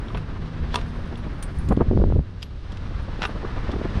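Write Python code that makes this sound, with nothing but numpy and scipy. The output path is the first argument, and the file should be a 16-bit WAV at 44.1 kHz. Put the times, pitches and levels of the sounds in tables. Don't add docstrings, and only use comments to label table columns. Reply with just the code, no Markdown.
import sys
import numpy as np
from scipy.fft import rfft, irfft, next_fast_len
from scipy.io import wavfile
from scipy.ndimage import map_coordinates

SR = 44100
rng = np.random.default_rng(int(sys.argv[2]) if len(sys.argv) > 2 else 0)


def digitize_waveform(pressure):
    field = np.atleast_2d(pressure).T
    bounded = np.clip(field, -1, 1)
    quanta = np.round(bounded * 32767).astype(np.int16)
    wavfile.write(sys.argv[1], SR, quanta)


N = 176400


def amp(db):
    return 10 ** (np.asarray(db) / 20)


def unit(x):
    return x / np.sqrt(np.mean(x ** 2) + 1e-20)


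def curves(rows):
    times, *columns = np.transpose(rows)
    return [np.interp(np.arange(N) / SR, times, column) for column in columns]


def wobble(per_s):
    points = rng.standard_normal(int(N * per_s / SR) + 4)
    return map_coordinates(points, [np.arange(N) * per_s / SR])


def noise(colour, size=N, tilt_db=0):
    octave = np.log2(np.fft.rfftfreq(size, 1 / SR) + 1)
    hz, db = np.transpose(colour)
    gain = amp(np.interp(octave, np.log2(hz), db) + tilt_db * octave)
    return unit(irfft(rfft(rng.standard_normal(size)) * gain, size))


def add(out, start_s, sound):
    i = int(round(start_s * SR))
    part = sound[max(-i, 0):max(N - i, 0)]
    out[max(i, 0):][:len(part)] += part


def rustle():
    # time_s, level_db
    levels = [(.16, -69), (.35, -83), (.65, -81), (.78, -66), (1.25, -71), (1.7, -63), (1.85, -76),
              (3.1, -99), (3.25, -54), (3.5, -105)]
    # pitch_hz, level_db
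    colour = [(2000, -19), (5000, 7), (7500, -6.5), (9300, -0.5), (11000, -10), (14000, -18.5),
              (16000, -22.5)]
    level_db, = curves(levels)
    return amp(level_db + 2.0 * wobble(67)) * noise(colour)


def hum():
    # pitch_hz, level_db, peak_s, half_length_s
    tones = [(72, -26, 0.673, 0.051), (157.6, -35, 0.55, 0.32), (237, -39, 0.89, 0.31)]
    t, out = np.arange(N) / SR, np.zeros(N)
    for hz, db, peak_s, half_length_s in tones:
        swell = 1 / np.sqrt(1 + ((t - peak_s) / half_length_s) ** 4)
        gain = amp(db + 1.9 * wobble(9.05))
        out += gain * swell * np.sin(2 * np.pi * hz * t + .5 * wobble(6.3))
    return out


def rush():
    # time_s, roar_db, hiss_db
    levels = [(0, -45, -56), (.34, -46.5, -55), (.62, -45, -53.5), (1.2, -45.5, -54.5), (1.75, -46, -58.5),
              (2, -50, -54), (2.2, -53, -60), (2.58, -54, -57), (2.8, -48.5, -54), (3.5, -41, -51),
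              (4, -38.5, -47.5)]
    # pitch_hz, level_db
    roar_colour = [(60, 2), (170, 11.5), (300, 4), (450, 1.5), (750, -2.5), (1100, -1.5), (1700, -4.5),
                   (2400, -11.5), (4000, -24), (16000, -120)]
    # pitch_hz, level_db
    hiss_colour = [(800, -23.5), (2000, -16), (2700, 3), (3700, 3), (4600, -0.5), (5800, -6.5),
                   (7300, -17.5), (9200, -18), (10300, -27.5), (11500, -39.5), (16000, -83)]
    roar_db, hiss_db = curves(levels)
    shake_db = 1.5 * wobble(45)
    roar = amp(roar_db + 5.5 + shake_db) * noise(roar_colour)
    hiss = amp(hiss_db - 2 + shake_db / 2) * noise(hiss_colour)
    return roar + hiss


def fittings():
    # start_s, level_db, ring_hz, ring_db (compared with the snap)
    ticks = [(0.17, -53, 10540, -8), (0.7427, -37, 8900, -10), (0.7544, -34.5, 8950, -9),
             (1.1735, -51.5, 9850, -5.5), (1.4254, -32, 9250, -5.5), (1.433, -36, 8300, -11),
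             (1.5864, -50.5, 9700, 2), (1.687, -34.5, 9500, -26), (1.723, -45.5, 10050, -11),
             (3.02, -70, 9700, 7.5), (3.264, -66, 9700, 11)]
    # pitch_hz, level_db
    colour = [(1000, 3), (3000, 6), (5500, -2), (7500, 1.5), (9200, -4), (11000, -8), (15500, -14.5)]
    rise_s, snap_fade_s, ring_fade_s = .0012, .031, .085
    out, t = np.zeros(N), np.arange(SR // 5) / SR
    onset = 1 - np.exp(-t / rise_s)
    for start_s, db, hz, ring_db in ticks:
        snap = noise(colour, size=len(t)) * amp(-60 * t / snap_fade_s)
        ring = noise([(hz - 2400, -60), (hz, 0), (hz + 2400, -60)], size=len(t))
        ring *= amp(ring_db - 60 * t / ring_fade_s)
        add(out, start_s, amp(db) * (snap + ring) * onset)
    return out


def knocks(hits, tones):
    # pitch_hz, level_db
    colour = [(150, -31), (450, 2.5), (1000, 5.5), (1500, 4.5), (2100, 1), (2700, 2.5), (3600, 1.5),
              (4400, -5.5), (5600, -11.5), (7500, -22.5), (10000, -31.5), (15500, -61)]
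    rise_s, ring_db, scuff_db, scuff_s = .0003, -5, -24, .03
    out, t = np.zeros(N), np.arange(SR // 5) / SR
    onset = 1 - np.exp(-t / rise_s)
    scuff_swell = np.exp(-np.abs(t - t.mean()) / scuff_s)
    for start_s, db, tilt_db, fade_s in hits:
        crack = noise(colour, size=len(t), tilt_db=tilt_db) * amp(-60 * t / fade_s)
        ring = np.zeros(len(t))
        for hz, tone_db, tone_fade_s in tones:
            peak_db = tone_db + rng.normal(0, 2.9) + tilt_db * np.log2(hz / 3000)
            pitch_hz = hz * (1 + rng.normal(0, .005))
            wave = np.sin(2 * np.pi * (pitch_hz * t + rng.random()))
            ring += amp(peak_db - 60 * t / tone_fade_s) * wave
        add(out, start_s, amp(db) * (crack + amp(ring_db) * ring) * onset)
        scuff = noise(colour, size=len(t), tilt_db=tilt_db) * scuff_swell
        add(out, start_s - t.mean(), amp(db + scuff_db) * scuff)
    return out


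def catch():
    # start_s, level_db, tilt_db_per_octave, fade_s
    hits = [(2.4218, -43, 6.5, 0.043), (2.4272, -31, 6, 0.038)]
    # pitch_hz, level_db, fade_s
    tones = [(1380, -5, .025), (3290, 4, 0.024), (4940, 5.5, .014), (11200, -29, .11)]
    return knocks(hits, tones)


def loose_tube():
    # start_s, level_db, tilt_db_per_octave, fade_s
    hits = [(3.2192, -21.5, -.5, 0.032), (3.2292, -20, -.5, 0.027), (3.2378, -19.5, -2, 0.029),
            (3.2517, -19, -1.5, 0.031)]
    # pitch_hz, level_db, fade_s
    tones = [(1030, -12, 0.07), (1183, -11, 0.079), (1478, -8, .08), (1760, -8.5, 0.06),
             (2720, -4.5, 0.043), (3620, -6.5, 0.025), (5570, -19, 0.046)]
    return knocks(hits, tones)


def ski_poles():
    # start_s, level_db, tilt_db_per_octave, fade_s
    hits = [(.084, -40, 1.5, 0.026), (.102, -40, -8, .04), (.147, -32, -5.5, 0.12), (0.173, -37, -1, 0.088),
            (0.7427, -17, -1.5, 0.019), (0.7556, -23.5, 5, 0.026), (0.7574, -14.5, 1.5, 0.012),
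            (0.7745, -36, -8, 0.1), (0.786, -33.5, -2.5, 0.064), (0.8126, -35, 1.5, 0.02),
            (1.156, -41, 3, 0.019), (1.7668, -43, 5, 0.022), (2.72, -42, 5, 0.059), (2.771, -43, 4.5, 0.04),
            (3.716, -38.5, 4.5, 0.04)]
    # pitch_hz, level_db, fade_s
    tones = [(423, -16, 0.15), (680, -17, 0.14), (979, -1.5, 0.051), (1189, -5, 0.056), (2680, 0, 0.015),
             (3450, 1.5, 0.012), (5580, -16.5, .035)]
    return knocks(hits, tones)


def rumble():
    # time_s, level_db
    levels = [(0, -31), (.1, -37.5), (.15, -25.5), (.2, -35), (.68, -29.5), (.76, -33), (1.55, -34.5),
              (1.6, -24), (1.65, -31), (1.72, -19), (1.85, -25.5), (1.95, -19), (2.19, -20), (2.25, -36),
              (2.68, -36.5), (2.85, -29.5), (3.3, -32.5), (4, -30.5)]
    # pitch_hz, level_db
    colour = [(10, -7.5), (25, -1), (40, 0), (70, -3), (100, -6), (150, -14), (250, -24), (500, -37),
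              (3000, -120)]
    level_db, = curves(levels)
    return amp(level_db + 3) * noise(colour)


def puffs():
    # peak_s, level_db, half_length_ms
    swells = [(.993, -35.5, 8.4), (1.132, -31.5, 10), (1.272, -32.5, 8.3), (1.719, -16, 11.8),
              (1.814, -14, 9.3), (2.018, -22.5, 6.1), (2.73, -33, 5.1), (2.919, -35, 6.5),
              (3.088, -30, 7.8), (3.192, -28, 1.9), (3.294, -27.5, 3.7), (3.36, -30.5, 8.2),
              (3.435, -29.5, 7), (3.45, -22, 4.1), (3.577, -28.5, 3.7), (3.695, -23, 5.3),
              (3.737, -24.5, 8), (3.763, -25.5, 6.5), (3.795, -30, 6.4), (3.815, -24.5, 3.5),
              (3.858, -24, 7.1)]
    # pitch_hz, level_db
    colour = [(80, -6), (200, -1), (350, 1), (520, -6), (800, -14.5), (1150, -15.5), (2000, -36.5),
              (4000, -53.5), (12000, -120)]
    out, t = np.zeros(N), np.arange(SR // 10) / SR - 1 / 20
    for peak_s, db, half_length_ms in swells:
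        swell = np.exp(-(1000 * t / half_length_ms) ** 2)
        add(out, peak_s + t[0], amp(db) * swell * noise(colour, size=len(t)))
    return out


def swirl(width_ms, shape):
    t_ms = np.arange(-SR // 50, SR // 50) * 1000 / SR
    return np.real(np.exp(2j * np.pi * shape) / (1 + 1j * t_ms / (2 * width_ms)) ** 3)


def buffeting():
    # time_s, level_db, width_ms
    stream = [(0, -37.5, 0.92), (1.55, -38, 1.15), (1.66, -32, 1.16), (1.712, -12, 0.82), (1.75, -37, 2.1),
              (1.79, -27, 0.92), (1.815, -14.5, 1.8), (1.84, -32.5, 0.59), (1.89, -26, 1.3),
              (1.925, -21, 0.7), (2.03, -20.5, 0.98), (2.095, -22, 0.87), (2.12, -43, 2.1),
              (2.165, -18.5, 0.71), (2.205, -18, 2.15), (2.225, -43.5, 0.73), (2.55, -46, 0.76),
              (3.45, -50.5, 1.2), (3.89, -50, 0.62), (3.97, -25, 1.93)]
    # time_s, level_db, width_ms
    thumps = [(1.712, -8, 1.3), (1.7245, -7.5, 0.55), (1.775, -5.5, 0.97), (1.809, -11.5, 0.37),
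              (1.82, -13.5, 0.44), (1.913, -7.5, 0.76), (1.935, -16, 0.9), (1.975, -8, 0.56),
              (2.040, -8.5, 0.54), (2.102, -17, 0.65), (2.124, -13.5, 0.53), (2.162, -14.5, 0.81),
              (2.193, -17, 0.59), (3.957, -16, 1.9)]
    swirls_per_s, scatter_db, width_scatter = 240, 4.5, .2
    core_db, core_share = -15.5, .39
    lead_s = 1 / 50
    out = np.zeros(N)
    for (time_s, db, width), shape in zip(thumps, rng.random(len(thumps))):
        thump = swirl(width, shape) + amp(core_db) * swirl(core_share * width, shape)
        add(out, time_s - lead_s, amp(db) * thump)
    level_db, width_ms = curves(stream)
    count = int(swirls_per_s * N / SR)
    for k, (offset, shape) in enumerate(rng.random((count, 2))):
        i = int((k + offset) / count * N)
        gain = amp(level_db[i] + rng.normal(0, scatter_db))
        width = width_ms[i] * np.exp(rng.normal(0, width_scatter))
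        add(out, i / SR - lead_s, gain * swirl(width, shape))
    return out


def scene():
    wind = rumble() + rush() + buffeting() + puffs()
    gear = ski_poles() + loose_tube() + catch() + fittings() + rustle()
    return (wind + hum() + gear)[None]


def record(dry):
    top_hz = 15700
    size = next_fast_len(N + SR // 2)
    below_top = np.fft.rfftfreq(size, 1 / SR) < top_hz
    return irfft(rfft(dry, size) * below_top, size)[:, :N]


dry = scene()
out = record(dry)
digitize_waveform(out)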